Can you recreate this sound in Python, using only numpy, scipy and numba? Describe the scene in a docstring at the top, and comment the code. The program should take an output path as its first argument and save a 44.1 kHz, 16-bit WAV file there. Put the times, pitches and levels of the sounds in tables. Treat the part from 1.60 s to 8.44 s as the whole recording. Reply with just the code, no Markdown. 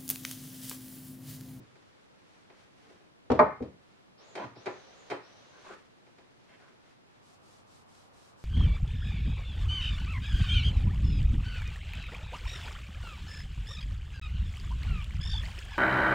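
"""A thud on a plank floor, rustling clothes and a light knock; then a heavy wooden stool is set down on
two solid blocks: two clattering blows and a dull settling knock, as force pulses into ringing wood.
A man sits down: joints catch and knock, stick-slip scrapes groan, a thin hiss wavers (swept low-pass).
Last he rubs something to and fro on the bench: noise shaped by hand speed. Clothes are swelling noise.
A small timber workshop (dying noise bands) rings briefly; quiet steady noise lies beneath."""
import sys
import numpy as np
from scipy import signal
from scipy.fft import rfft, irfft, next_fast_len
from scipy.io import wavfile
from scipy.ndimage import uniform_filter1d
from numba import njit

SR = 44100
rng = np.random.default_rng(int(sys.argv[2]) if len(sys.argv) > 2 else 0)


def master(y):
    """Save y as 16-bit WAV."""
    cut = np.clip(np.atleast_2d(y).T, -1, 1)
    pcm = np.round(cut * 32767)  # scale
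    wavfile.write(sys.argv[1], SR, pcm.astype(np.int16))


N = 301644
T = np.arange(N) / SR
TAIL = T[:SR]  # 1 s of decay time

# modes of each block with stool and planks: f/Hz, relative level/dB, t60/s
BLOCK_1_MODES = [(80, -7, .2), (118, -12, .16), (208, -4, .12), (234, 1, .13), (270, -3, .22),
                 (361, -6, .15), (474, -1, .14), (556, -1, .1), (770, -7, .1), (918, -3, .11),
                 (1310, -14, .08)]
BLOCK_2_MODES = [(151, -10, .3), (226, -11, .22), (323, -11, .18), (430, -3, .16), (468, -3, .13),
                 (607, 2, .2), (657, -1, .16), (843, -2, .19), (885, -1, .07), (1005, -5, .1),
                 (1135, -6, .11), (1208, 1, .11), (1836, -17, .1), (2003, -14, .1), (2118, -10, .08),
                 (2326, -14, .1)]
# spectrum of each block's dense, short-lived ringing: f/Hz, relative level/dB
BLOCK_1_DENSE = [(35, -43.5), (75, -9), (130, -6), (250, -5), (500, -2), (1000, -12.5), (1700, -24),
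                 (3000, -32), (4500, -36.5), (8000, -52), (13000, -62.5)]
BLOCK_2_DENSE = [(40, -38.5), (80, -14.5), (150, -10.5), (300, -11), (600, -1.5), (1200, -3.5), (1500, -14),
                 (2300, -17.5), (2700, -37), (4500, -40), (8000, -59), (13000, -74.5)]


def blocks():
    """Landing pulses ring block 1, slam pulses ring block 2; both a little left of centre."""
    space_1 = workshop(direct=0.32, early_t60_s=0.048, wet_db=-5, rise_s=0.016)
    first = wood(BLOCK_1_MODES, BLOCK_1_DENSE, dense_db=1.0, space=space_1)
    space_2 = workshop(direct=0.71, early_t60_s=0.059, wet_db=-5, rise_s=.01)
    second = wood(BLOCK_2_MODES, BLOCK_2_DENSE, dense_db=9, space=space_2)
    both = sound_of(taps(landings()), first) + sound_of(taps(chatter(count=5)), second)
    left_right_db = np.array([[1.6], [.6]])
    return both * undb(left_right_db)


# stool lands on block 1, tips over it, later rocks back: t/s, pulse level/dB, blow cut-off f/Hz
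LANDINGS = [(1.701, -23.5, 13000), (1.788, -34.5, 360), (2.005, -34, 455)]
# flam of heel, edge, toe, rebound: delay t/s, level re landing/dB, contact cut-off f/Hz
FOOT_CONTACTS = [(0, 1.5, 2004), (.0035, -4, 8494), (.016, 2, 11000), (.048, -14, 1003)]


def landings():
    """Every landing is four contacts; the softer of blow and contact sets each cut-off."""
    contacts = []
    for s, db, blow_hz in LANDINGS:
        for delay_s, part_db, contact_hz in FOOT_CONTACTS:
            contacts.append((s + delay_s, db + part_db, min(blow_hz, contact_hz)))
    return contacts


SLAM_S, SLAM_DB, SLAM_HZ = 1.792, -18, 11500  # first contact: time, pulse level, cut-off
CHATTER_GAP_S, CHATTER_GAP_GROWTH = .00325, 1.43  # first gap, ratio of successive gaps
CHATTER_FALL_DB, CHATTER_DULLING = 0.7, 1.45  # fall per contact, exponent of cut-off fall


def chatter(count):
    """Block 2 chatters on the planks: widening gaps, each contact weaker and duller."""
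    k = np.arange(count)
    gaps_s = CHATTER_GAP_S * CHATTER_GAP_GROWTH ** k
    times_s = SLAM_S + np.cumsum(gaps_s) - gaps_s
    return zip(times_s, SLAM_DB - CHATTER_FALL_DB * k, SLAM_HZ / (k + 1) ** CHATTER_DULLING)


# knocks and light touches on the stool: t/s, pulse level/dB, contact cut-off f/Hz
STOOL_KNOCKS = [(.156, -61.5, 11000), (.9, -56, 4300), (1.303, -54.5, 600), (1.406, -61, 900),
                (2.024, -52.5, 9000), (2.754, -40, 11100), (2.776, -40.5, 3100), (2.961, -51, 1310),
                (4.1, -43.5, 654), (4.467, -61.5, 12000), (4.584, -57, 7680), (5.0, -62, 11020)]
# frame modes: f/Hz, relative level/dB, t60/s
FRAME_MODES = [(325, -4, .1), (370, 1, .14), (440, -3, .1), (492, -2, .11), (545, -2, .12), (743, -2, .11),
               (942, -7, .1), (1258, -9, .1), (1342, -7, .11), (1445, -8, .1), (1660, -9, .11),
               (2040, -10, .09), (2482, -8, .28), (3120, -6, .22)]
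# spectrum of the frame's dense ringing: f/Hz, relative level/dB
FRAME_DENSE = [(50, -46), (150, -25.5), (350, -5), (800, -9), (1200, -13), (2400, -16.5), (3100, -27),
               (4000, -22.5), (6000, -32), (10000, -41), (13000, -55)]


def stool(groan_db):
    """Knocks, joints and scrapes ring the frame; the scrape groan radiates straight into the space."""
    force, groan = slips(rate_hz=420, scatter_db=4, grit_db=-24, damping=.35)
    frame_space = workshop(direct=0.5, early_t60_s=0.05, wet_db=1.0, rise_s=0.0034)
    frame = wood(FRAME_MODES, FRAME_DENSE, dense_db=6.5, space=frame_space)
    spread = unit(workshop(direct=0.8, early_t60_s=0.027, wet_db=-4.5, rise_s=.012)) / np.sqrt(SR)
    # the stool is too small to radiate deep bass
    spread = colour(spread, [(50, -25.0), (120, 3.5)])
    ringing = sound_of(taps(STOOL_KNOCKS + joints()) + force, frame)
    return undb(1.5) * ringing + undb(groan_db) * sound_of(groan, spread)


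# joints that take weight and slip: t/s, catch spacing t/s, knock pulse level/dB, first catch cut-off f/Hz
JOINT_SLIPS = [(3.059, .005, -32, 9200), (3.501, .007, -31, 16000)]
CATCH_DB, SEAT_HZ = -9.5, 1860  # catch level re knock, knock cut-off


def joints():
    """Each joint slips in two lighter catches, the second duller, then knocks as it seats."""
    contacts = []
    for s, gap_s, db, hz in JOINT_SLIPS:
        contacts.append((s, db + CATCH_DB, hz))
        contacts.append((s + gap_s, db + CATCH_DB, hz / 2))
        contacts.append((s + 2 * gap_s, db, SEAT_HZ))
    return contacts


# wood drags over wood: start t/s, end t/s, drive level/dB, starting resonance f/Hz
WOOD_DRAGS = [(1.218, 1.392, -72.5, 410), (2.751, 2.859, -46.5, 520), (3.917, 4, -66, 1300),
              (4.031, 4.153, -56.5, 950), (4.876, 4.966, -67, 1830), (4.998, 5.12, -69, 1370)]
SCRAPE_HZ = 2800  # force cut-off
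RISE_OCTAVES_PER_DB, RISE_FROM_DB = 0.05, -72  # louder drags end higher; below -72 dB they sink


def slips(rate_hz, scatter_db, grit_db, damping):
    """Stick-slip: uneven jerks over grit, as a frame force and through a gliding resonance."""
    force, groan = np.zeros((2, N))
    for start, end, db, first_hz in WOOD_DRAGS:
        last_hz = first_hz * 2 ** (RISE_OCTAVES_PER_DB * (db - RISE_FROM_DB))
        size = int((end - start) * SR)
        span = slice(int(start * SR), int(start * SR) + size)
        run = undb(grit_db) * rng.standard_normal(SR)[:size]
        at = (np.cumsum(.5 + rng.random(512)) * SR / rate_hz).astype(int)
        jerks = undb(scatter_db * rng.standard_normal(len(at))) * rng.choice([-1, 1], len(at))
        run[at[at < size]] += jerks[at < size]
        pressure = undb(db) * signal.windows.tukey(size, .35)
        force[span] += soften(unit(run), SCRAPE_HZ) * pressure / np.sqrt(.02 * SR)
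        glide_hz = np.geomspace(first_hz, last_hz, size)
        groan[span] += unit(moving_lowpass(run, glide_hz, damping)) * pressure
    return force, groan


# feet on the planks: t/s, pulse level/dB
FOOT_THUDS = [(.002, -42.5), (2.843, -38), (2.97, -46.5)]
# floor boom spectrum: f/Hz, gain/dB
FLOOR_BOOM = [(40, -53), (75, -14), (120, 7.5), (170, -7.5), (280, 1), (900, -17)]
THUD_HZ, SEAT_THUD_DB = 350, -13  # pulse cut-off, thud level re joint knock


def planks():
    """Footfalls and seating joints send soft pulses through the booming floor."""
    space = workshop(direct=0.8, early_t60_s=0.069, wet_db=-4, rise_s=.01)
    boards = unit(colour(space, FLOOR_BOOM)) * np.sqrt(.02)
    thuds = FOOT_THUDS + [(s + 2 * gap_s, db + SEAT_THUD_DB) for s, gap_s, db, _ in JOINT_SLIPS]
    return sound_of(taps((s, db, THUD_HZ) for s, db in thuds), boards)


# hiss swells: start t/s, end t/s, level/dB before waver
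HISS_SWELLS = [(2.576, 2.95, -57), (2.95, 3.59, -56.5), (3.618, 4.18, -58.5)]
# hiss spectrum ahead of the moving edge: f/Hz, relative level/dB
HISS_SPECTRUM = [(80, -14), (180, -13), (500, 4), (1200, -4), (2500, -11), (4000, -13), (6400, -34.5),
                 (9000, -16), (13000, -22)]
EDGE_START_HZ, EDGE_TOP_HZ, EDGE_CLIMB_S = 5200, 6390, 0.078  # before waver
EDGE_WAVER = 0.03  # rms, fraction of edge frequency
SWELL_ATTACK_S, SWELL_RELEASE_S = 0.055, 0.11


def wavering_hiss(damping):
    """Thin noise under a sharp resonant edge that climbs, then holds in each swell, always wavering."""
    edge_hz, level = np.full(N, float(EDGE_START_HZ)), np.zeros(N)
    for start, end, db in HISS_SWELLS:
        climb_hz = np.interp(T - start, [0, EDGE_CLIMB_S], [EDGE_START_HZ, EDGE_TOP_HZ])
        edge_hz = np.where(T < start, edge_hz, climb_hz)
        attack = np.sqrt(np.clip((T - start) / SWELL_ATTACK_S, 0, 1))
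        release = np.clip((end - T) / SWELL_RELEASE_S, 0, 1)
        level += undb(db) * attack * release
    edge_hz = edge_hz * (1 + EDGE_WAVER * walk(10))
    hiss = stereo_noise(HISS_SPECTRUM, likeness=0.064)
    for stage_damping in (damping, .45, 1.7):
        hiss = np.array([moving_lowpass(x, edge_hz, stage_damping) for x in hiss])
    return unit(hiss) * level * undb(0.48 * walk(25.5))


# hand turns round on the bench: t/s
HAND_TURNS = [5.602, 5.798, 6.049, 6.255, 6.507, 6.755, 6.94]
# stroke grit spectrum: f/Hz, relative level/dB
GRIT_SPECTRUM = [(500, -5), (1200, 2), (2000, -1.5), (2800, 0.5), (5000, 2.5), (8500, -2), (12000, -11.5),
                 (15000, -28)]
# bench murmur spectrum: f/Hz, relative level/dB
MURMUR_SPECTRUM = [(30, -5), (100, 11), (200, -8), (500, 2.5), (1200, 4), (1800, -13), (4000, -30)]
TURN_REST_S = 0.029
STROKE_DB, STROKE_DB_PER_S = -66.5, 1.9  # peak level at first turn, growth as the hand presses harder


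def rubbing(bench_db):
    """Grit follows hand speed stroke by stroke; the bench murmur follows its 0.25 s average."""
    travel = 0  # strokes completed
    for start, end in zip(HAND_TURNS, HAND_TURNS[1:]):
        travel = travel + np.clip((T - start - TURN_REST_S / 2) / (end - start - TURN_REST_S), 0, 1)
    press = undb(STROKE_DB + STROKE_DB_PER_S * (T - HAND_TURNS[0]))
    drive = np.sqrt(np.abs(np.sin(np.pi * travel))) * press
    grit = stereo_noise(GRIT_SPECTRUM, likeness=0.07) * undb(.5 * walk(100))
    murmur = stereo_noise(MURMUR_SPECTRUM, likeness=-0.22) * undb(bench_db)
    return grit * drive + murmur * uniform_filter1d(drive, SR // 4)


# sleeves and trousers: middle t/s, half-width to 1/e^2 t/s, relative level/dB
CLOTH_SWISHES = [(0.197, 0.6, -66), (0.773, 0.21, -65), (1.008, 0.089, -62), (1.285, .24, -62.5),
                 (2.317, 0.22, -69), (3.594, 0.9, -64.5), (4.1, 0.12, -57.5), (4.585, 0.44, -72),
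                 (5.03, 0.31, -67), (5.3, 0.11, -66.5), (5.56, .1, -68)]
# rustle spectrum: f/Hz, relative level/dB
CLOTH_SPECTRUM = [(100, -4), (320, -18.5), (700, -3.5), (1600, -0.5), (3000, -5.5), (6000, -11.5),
                  (10000, -22.5), (13000, -36.5)]


def cloth():
    """Fabric friction: flickering noise under a Gaussian swell for each movement."""
    motion = sum(undb(db) * np.exp(-2 * ((T - mid_s) / width_s) ** 2) for mid_s, width_s, db in CLOTH_SWISHES)
    return stereo_noise(CLOTH_SPECTRUM, likeness=0.2) * motion * undb(-2 + walk(70))


# background spectrum: f/Hz, relative level/dB
AIR_SPECTRUM = [(25, -17), (45, -14.5), (100, -2), (250, -2), (500, -5.5), (1500, -13), (4000, -20.5),
                (8000, -31), (12000, -37), (14000, -59.5)]
AIR_DB = -60


def air():
    """Steady, wide background noise, left and right partly opposed."""
    return stereo_noise(AIR_SPECTRUM, likeness=-0.46) * undb(AIR_DB)


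# workshop reverberation: f/Hz, t60/s
WORKSHOP_T60 = [(80, 0.49), (250, 0.32), (700, 0.25), (2000, 0.44), (5000, .3), (12000, 0.22)]


def workshop(direct, early_t60_s, wet_db, rise_s):
    """Direct sound, quick floor and bench reflections, then the room; bass nearly alike in both ears."""
    def reflections():
        early = dense_ring([(1, early_t60_s)], 0.00017)
        return early + undb(wet_db) * dense_ring(WORKSHOP_T60, rise_s)
    mid, side = reflections(), reflections()
    mid[0] += direct
    side = colour(side, [(80, -20), (150, -10), (300, -5), (1000, -3), (2000, -3), (6000, 2)])
    return mid + np.outer([1, -1], side)


def dense_ring(t60_points, rise_s):
    """Countless overlapping modes: half-octave bands of dying noise, flat in energy."""
    out = 0
    for low in 35 * 2 ** np.arange(0, 8.6, .5):
        high = low * np.sqrt(2)
        fade = undb(-60 * TAIL / read(t60_points, np.sqrt(low * high)))
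        noise = rng.standard_normal(SR) * fade * (1 - np.exp(-TAIL / rise_s))
        band = signal.sosfilt(signal.butter(2, [low, high], "band", fs=SR, output="sos"), noise)
        out = out + unit(band) * np.sqrt(2 * (high - low)) / SR
    return out


def wood(modes, points, dense_db, space):
    """Stereo tap response of a wooden body: clear modes plus a broad crack spread by the space."""
    clear = 0
    for k, (hz, db, t60_s) in enumerate(modes):
        # higher modes reach the two ears further out of phase
        skew_rad = np.array([[1], [-1]]) * min(hz / 2200, .6) * rng.choice([-1, 1])
        decay = undb(db - 60 * TAIL / t60_s)
        clear = clear + (-1) ** k * decay * np.sin(2 * np.pi * hz * TAIL + skew_rad)
    clear = soften(clear, 2970)
    crack = unit(colour(space, points))
    return unit(unit(clear) + undb(dense_db) * crack) * np.sqrt(.02)


def taps(rows):
    """One low-passed force pulse per contact (t/s, level/dB, cut-off f/Hz)."""
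    force = np.zeros(N + SR)
    for s, db, cutoff_hz in rows:
        start = max(int(s * SR), 0)
        # tiny offset keeps the filter out of denormals
        force[start:start + SR] += undb(db) * soften(signal.unit_impulse(SR) + 1e-18, cutoff_hz)
    return force[:N]


def soften(x, cutoff_hz):
    """A softer contact pushes for longer and so loses its treble."""
    return signal.sosfilt(signal.butter(2, min(cutoff_hz, SR / 2 - SR / 20), fs=SR, output="sos"), x)


def sound_of(force, response):
    """Convolve a force with a stereo response."""
    return signal.fftconvolve(force[None], response, axes=1)[:, :N]


@njit
def moving_lowpass(x, hz, damping):
    """Resonant state-variable low-pass whose edge moves every sample."""
    y, band, low = np.empty(len(x)), 0., 0.
    for i in range(len(x)):
        g = np.tan(np.pi * hz[i] / SR)
        v = (band + g * (x[i] - low)) / (1 + g * (g + damping))
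        y[i] = low + g * v
        band, low = 2 * v - band, low + 2 * g * v
    return y


def stereo_noise(points, likeness):
    """Coloured noise, rms 1, with the given left-right correlation."""
    mid, side = rng.standard_normal((2, N))
    c = np.clip(likeness, -1, 1)
    pair = mid * np.sqrt(1 + c) + np.outer([1, -1], side) * np.sqrt(1 - c)
    return unit(colour(pair, points))


def walk(rate_hz):
    """Random wander, rms 1: noise values joined by straight lines."""
    steps = rng.standard_normal(4096)
    return unit(np.interp(T * rate_hz, np.arange(len(steps)), steps))


def colour(x, points):
    """Causal minimum-phase filter with the given (f/Hz, gain/dB) response, via the cepstrum."""
    size = next_fast_len(x.shape[-1], True) * 2
    cepstrum = irfft(np.log(undb(read(points, np.arange(size // 2 + 1) * SR / size))))
    cepstrum[1:size // 2] *= 2
    cepstrum[size // 2 + 1:] = 0
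    return irfft(rfft(x, size) * np.exp(rfft(cepstrum)))[..., :x.shape[-1]]


def read(points, hz):
    """Interpolate (f/Hz, value) points on a log-frequency axis."""
    f, value = np.transpose(points)
    return np.interp(np.log(np.maximum(hz, 1)), np.log(f), value)


def unit(x):
    """Scale to rms 1."""
    return x / np.sqrt(np.mean(x ** 2))


def undb(db):
    """Decibels to gain."""
    return 10 ** (np.asarray(db) / 20)


def scene():
    """Sum of all sources, main to background."""
    impacts = blocks() + stool(groan_db=3) + planks()
    friction = wavering_hiss(damping=.06) + rubbing(bench_db=5.5) + cloth()
    return impacts + friction + air()


TOP_HZ = 13200


def record(dry):
    """Steep elliptic low-pass cuts the treble above TOP_HZ."""
    return signal.sosfilt(signal.ellip(8, .2, 70, TOP_HZ, fs=SR, output="sos"), dry)


dry = scene()
out = record(dry)
master(out)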